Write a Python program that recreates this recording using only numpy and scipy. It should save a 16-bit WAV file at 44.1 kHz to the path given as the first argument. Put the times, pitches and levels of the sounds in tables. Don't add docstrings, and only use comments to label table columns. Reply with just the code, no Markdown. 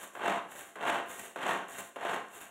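import sys
import numpy as np
from scipy import signal
from scipy.fft import rfft, irfft
from scipy.io import wavfile

SR = 44100
rng = np.random.default_rng(int(sys.argv[2]) if len(sys.argv) > 2 else 0)


def store_wav(level_fs):
    pcm = np.round(np.clip(np.atleast_2d(level_fs), -1, 1) * 32767)
    wavfile.write(sys.argv[1], SR, pcm.T.astype(np.int16))


def gain_from_decibels(decibels):
    exponent = np.asarray(decibels, float) / 20
    return 10 ** exponent


N = 110250

# frequency in Hz, level in dB per Hz.
BOWL_COLOUR = [(60, -32.5), (150, -9), (400, -1.5), (900, 2.5), (1700, -3), (3500, -13), (7000, -26.5),
               (15000, -36.5)]
# frequency in Hz, level in dB per Hz.
CORD_COLOUR = [(80, -14), (200, -8), (400, -3), (800, -2.5), (1700, -4), (3200, -11.5), (7500, -14),
               (15000, -15.5)]
# frequency in Hz, width in Hz, height in dB.
BOWL_RINGS = [(255, 120, 0.5), (605, 17, 2), (686, 20, 6), (855, 28, 2.5), (1050, 22, 2.5),
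              (1580, 120, 5.5), (1860, 57, 3.5), (2750, 114, 7), (3174, 300, 5), (3660, 167, 7),
              (7170, 1400, 7.5), (8330, 600, 3.5), (10480, 1060, 4)]


def rms_one(x):
    return x / np.sqrt(np.mean(x ** 2) + 1e-20)


def drift(rate_hz):
    pole = np.exp(-2 * np.pi * rate_hz / SR)
    noise = rng.standard_normal(N + SR)
    return rms_one(signal.lfilter([1], [1, -2 * pole, pole * pole], noise)[SR:])


def colour(x, slope, bumps, depth=0.85):
    size = 2 ** 17
    hz = np.maximum(np.arange(size // 2 + 1) * SR / size, 10)
    db = np.interp(np.log(hz), np.log([p[0] for p in slope]), [p[1] for p in slope])
    db = db + depth * sum(d / (1 + (2 * (hz - f) / w) ** 2) for f, w, d in bumps)
    cepstrum = irfft(db * np.log(10) / 20)
    cepstrum[1:size // 2] *= 2
    cepstrum[size // 2 + 1:] = 0
    response = np.exp(rfft(cepstrum))
    return irfft(rfft(x, size) * response)[:N]


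def brighten(x, corner_hz, gain):
    low = signal.sosfiltfilt(signal.butter(2, corner_hz, fs=SR, output="sos"), x)
    return low + gain * (x - low)


def strokes(tables, rise_s, fall_s):
    t = np.arange(N) / SR
    gain = np.zeros(N)
    for rows in tables:
        s, db = np.transpose(rows)
        fade_in = np.clip(1 + (t - s[0]) / rise_s, 0, 1)
        fade_out = np.clip(1 + (s[-1] - t) / fall_s, 0, 1)
        gain += gain_from_decibels(np.interp(t, s, db)) * fade_in * fade_out
    return gain


def grains(per_s, spread_db, own_db, smooth):
    at = np.flatnonzero(rng.random(N) < per_s / SR)
    sizes = gain_from_decibels(spread_db * np.minimum(rng.exponential(1, N), 4)) * rng.choice([-1, 1], N)
    edges_hz = 40 * 2 ** np.arange(0, 9.1, 0.5)
    contacts = np.zeros(N)
    for low_hz, high_hz in zip(edges_hz, edges_hz[1:]):
        clicks = np.full(N, 1e-18)
        band_sizes = sizes * gain_from_decibels(own_db * rng.standard_normal(N))
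        clicks[at] = band_sizes[at]
        band = signal.butter(1, [low_hz, high_hz], "band", fs=SR, output="sos")
        contacts += signal.sosfilt(band, rms_one(clicks))
    return rms_one(contacts) + smooth * rng.standard_normal(N)


def blows(rows, rise_s, t60_s, slope):
    t = np.arange(N) / SR
    gain = np.zeros(N)
    for s, db in rows:
        decay = gain_from_decibels(db - 60 * np.clip(t - s, 0, 1) / t60_s)
        gain += decay * np.clip((t - s) / rise_s, 0, 1)
    noise = rng.standard_normal(N)
    unit_level = np.std(colour(noise, slope, BOWL_RINGS))
    return colour(gain * noise, slope, BOWL_RINGS) / unit_level


def blades():
    # time in seconds, level in dB.
    pulls = [
        [(0.168, -44.5), (0.244, -31.5), (0.258, -27.5), (0.27, -28.5), (0.278, -26.5), (0.382, -33.5),
         (0.41, -47), (0.5, -50.5)],
        [(0.77, -42), (0.79, -43.5), (0.816, -32), (0.848, -33), (0.9, -25), (0.908, -32), (0.946, -28.5),
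         (1.11, -50.5)],
        [(1.378, -36), (1.408, -37.5), (1.43, -30), (1.44, -34), (1.496, -28), (1.578, -34.5), (1.648, -47),
         (1.71, -51)],
        [(1.978, -42.5), (1.992, -41.5), (2.048, -34.5), (2.144, -31), (2.32, -58.5)],
    ]
    # time in seconds, gain in dB.
    piece_fineness = [(.3, -2), (.9, -0.5), (1.5, 1.3), (2.1, 3)]
    blade_hz, wander, throb_db = 48, 0.15, 2.2
    turns = np.cumsum(blade_hz * (1 + wander * drift(4))) / SR
    throb = gain_from_decibels(throb_db * np.cos(2 * np.pi * turns) + 0.78 * drift(25))
    pieces = grains(per_s=2500, spread_db=3, own_db=6.5, smooth=0.81)
    crunch = rms_one(colour(throb * pieces, BOWL_COLOUR, BOWL_RINGS))

    effort = strokes(pulls, rise_s=0.015, fall_s=0.045)
    share = effort / gain_from_decibels(-32)
    fine = gain_from_decibels(np.interp(np.arange(N) / SR, *np.transpose(piece_fineness)))
    crunch = brighten(crunch, 1500, share ** 0.2)
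    crunch = brighten(crunch, 4800, fine * share ** 0.3)
    return gain_from_decibels(-2) * effort * crunch


def chops():
    # start in seconds, peak level in dB.
    strikes = [(0.245, -17), (0.254, -39), (0.278, -14), (0.295, -11), (0.312, -33), (0.344, -23),
               (0.825, -37), (0.862, -21), (0.879, -11), (0.893, -14), (1.429, -16), (1.469, -26),
               (1.49, -9), (1.505, -27), (1.546, -14), (2.011, -22.5), (2.035, -29), (2.049, -13.5),
               (2.093, -12), (2.13, -19)]
    return gain_from_decibels(-9) * blows(strikes, rise_s=0.003, t60_s=0.028, slope=BOWL_COLOUR)


def cord():
    # time in seconds, level in dB.
    rewinds = [
        [(0.0, -55.5), (0.026, -54.5), (0.032, -52.5), (0.108, -68), (0.114, -89), (0.14, -63.5)],
        [(0.478, -90), (0.484, -69), (0.518, -55), (0.536, -58.5), (0.59, -52.5), (0.682, -60.5), (0.745, -74)],
        [(1.06, -68), (1.108, -52), (1.184, -54.5), (1.194, -47.5), (1.226, -56), (1.254, -51.5), (1.345, -74)],
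        [(1.68, -79), (1.684, -57), (1.688, -56), (1.792, -51.5), (1.886, -59.5), (1.95, -94)],
        [(2.26, -76.5), (2.368, -53), (2.398, -60), (2.412, -54.5), (2.5, -69)],
    ]
    flutter = gain_from_decibels(1.04 * drift(45) + 0.72 * drift(6.2))
    hiss = flutter * grains(per_s=3000, spread_db=2, own_db=6, smooth=0.72)
    hiss = rms_one(colour(hiss, CORD_COLOUR, BOWL_RINGS, depth=1.14))
    return gain_from_decibels(8.5) * strokes(rewinds, rise_s=0.0024, fall_s=0.11) * hiss


def clutch():
    # start in seconds, peak level in dB.
    catches = [
        (0.146, -41),
        (0.151, -23),
        (0.755, -25.5),
        (1.359, -16.5),
        (1.959, -20),
        (1.965, -34),
    ]
    # frequency in Hz, level in dB per Hz.
    click_colour = [(80, -46), (300, -0.5), (600, 2.5), (1400, -2), (3000, -14), (7500, -29.5),
                    (15000, -34)]
    return gain_from_decibels(-12) * blows(catches, rise_s=0.0015, t60_s=0.05, slope=click_colour)


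def spool():
    # start in seconds, peak level in dB.
    knocks = [
        (0.031, -39),
        (0.512, -49.5),
        (0.582, -24.5),
        (1.19, -30),
        (1.78, -17.5),
        (2.329, -30),
        (2.405, -23.5),
    ]
    return gain_from_decibels(-14.5) * blows(knocks, rise_s=0.009, t60_s=0.091, slope=CORD_COLOUR)


def blade_tips():
    # start in seconds, peak level in dB.
    ticks = [(0.1466, -51), (0.2783, -49), (0.2984, -45), (0.5127, -41), (0.7592, -31.5), (0.8624, -45),
             (0.9035, -37), (1.4661, -25), (1.482, -29), (1.5207, -30), (1.5334, -28), (1.7407, -35),
             (2.154, -33), (2.285, -40)]
    # frequency in Hz, level in dB per Hz.
    tick_colour = [(1000, -25), (4000, 7), (7000, 4), (15000, -14)]
    return gain_from_decibels(-6.5) * blows(ticks, rise_s=0.00023, t60_s=0.0063, slope=tick_colour)


def kitchen(x):
    t60_s, wall_delay_s, wall_cut_hz = 0.41, 0.0067, 10200
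    t = np.arange(SR // 2) / SR
    pole = np.exp(-2 * np.pi * wall_cut_hz / SR)
    echoes = signal.lfilter([1], [1, -pole], rng.standard_normal(len(t)))
    echoes = signal.lfilter([1, 1], [1], echoes)
    echoes = echoes * gain_from_decibels(-60 * t / t60_s) * np.clip(t / wall_delay_s - 1, 0, 1)
    return gain_from_decibels(-8) * signal.fftconvolve(x, echoes / np.sqrt(np.sum(echoes ** 2)))[:N]


def room_floor():
    # frequency in Hz, level in dB per Hz.
    floor_colour = [(40, -48), (150, -27), (400, -7), (1600, -18), (3000, -17.5), (7500, -21),
                    (11000, -24.5), (15500, -38)]
    return gain_from_decibels(-62.5) * rms_one(colour(rng.standard_normal(N), floor_colour, []))


def scene():
    chopper = blades() + chops() + cord() + clutch() + spool() + blade_tips()
    return (chopper + kitchen(chopper) + room_floor())[None]


def top_cut(x):
    return signal.sosfilt(signal.butter(12, 15920, fs=SR, output="sos"), x)


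def record(dry):
    # frequency in Hz, width in Hz, height in dB.
    port_notches = [(4850, 370, -8.5), (4937, 2180, -17), (9220, 200, -7), (13900, 890, -8),
                    (15300, 810, 0)]
    x = colour(dry[0], [(20, 0), (20000, 0)], port_notches)[None]
    x = signal.sosfilt(signal.butter(2, 65, "high", fs=SR, output="sos"), x)
    x = signal.sosfilt(signal.ellip(14, 0.3, 70, 15760, fs=SR, output="sos"), x)
    return top_cut(x)


dry = scene()
out = record(dry)
store_wav(out)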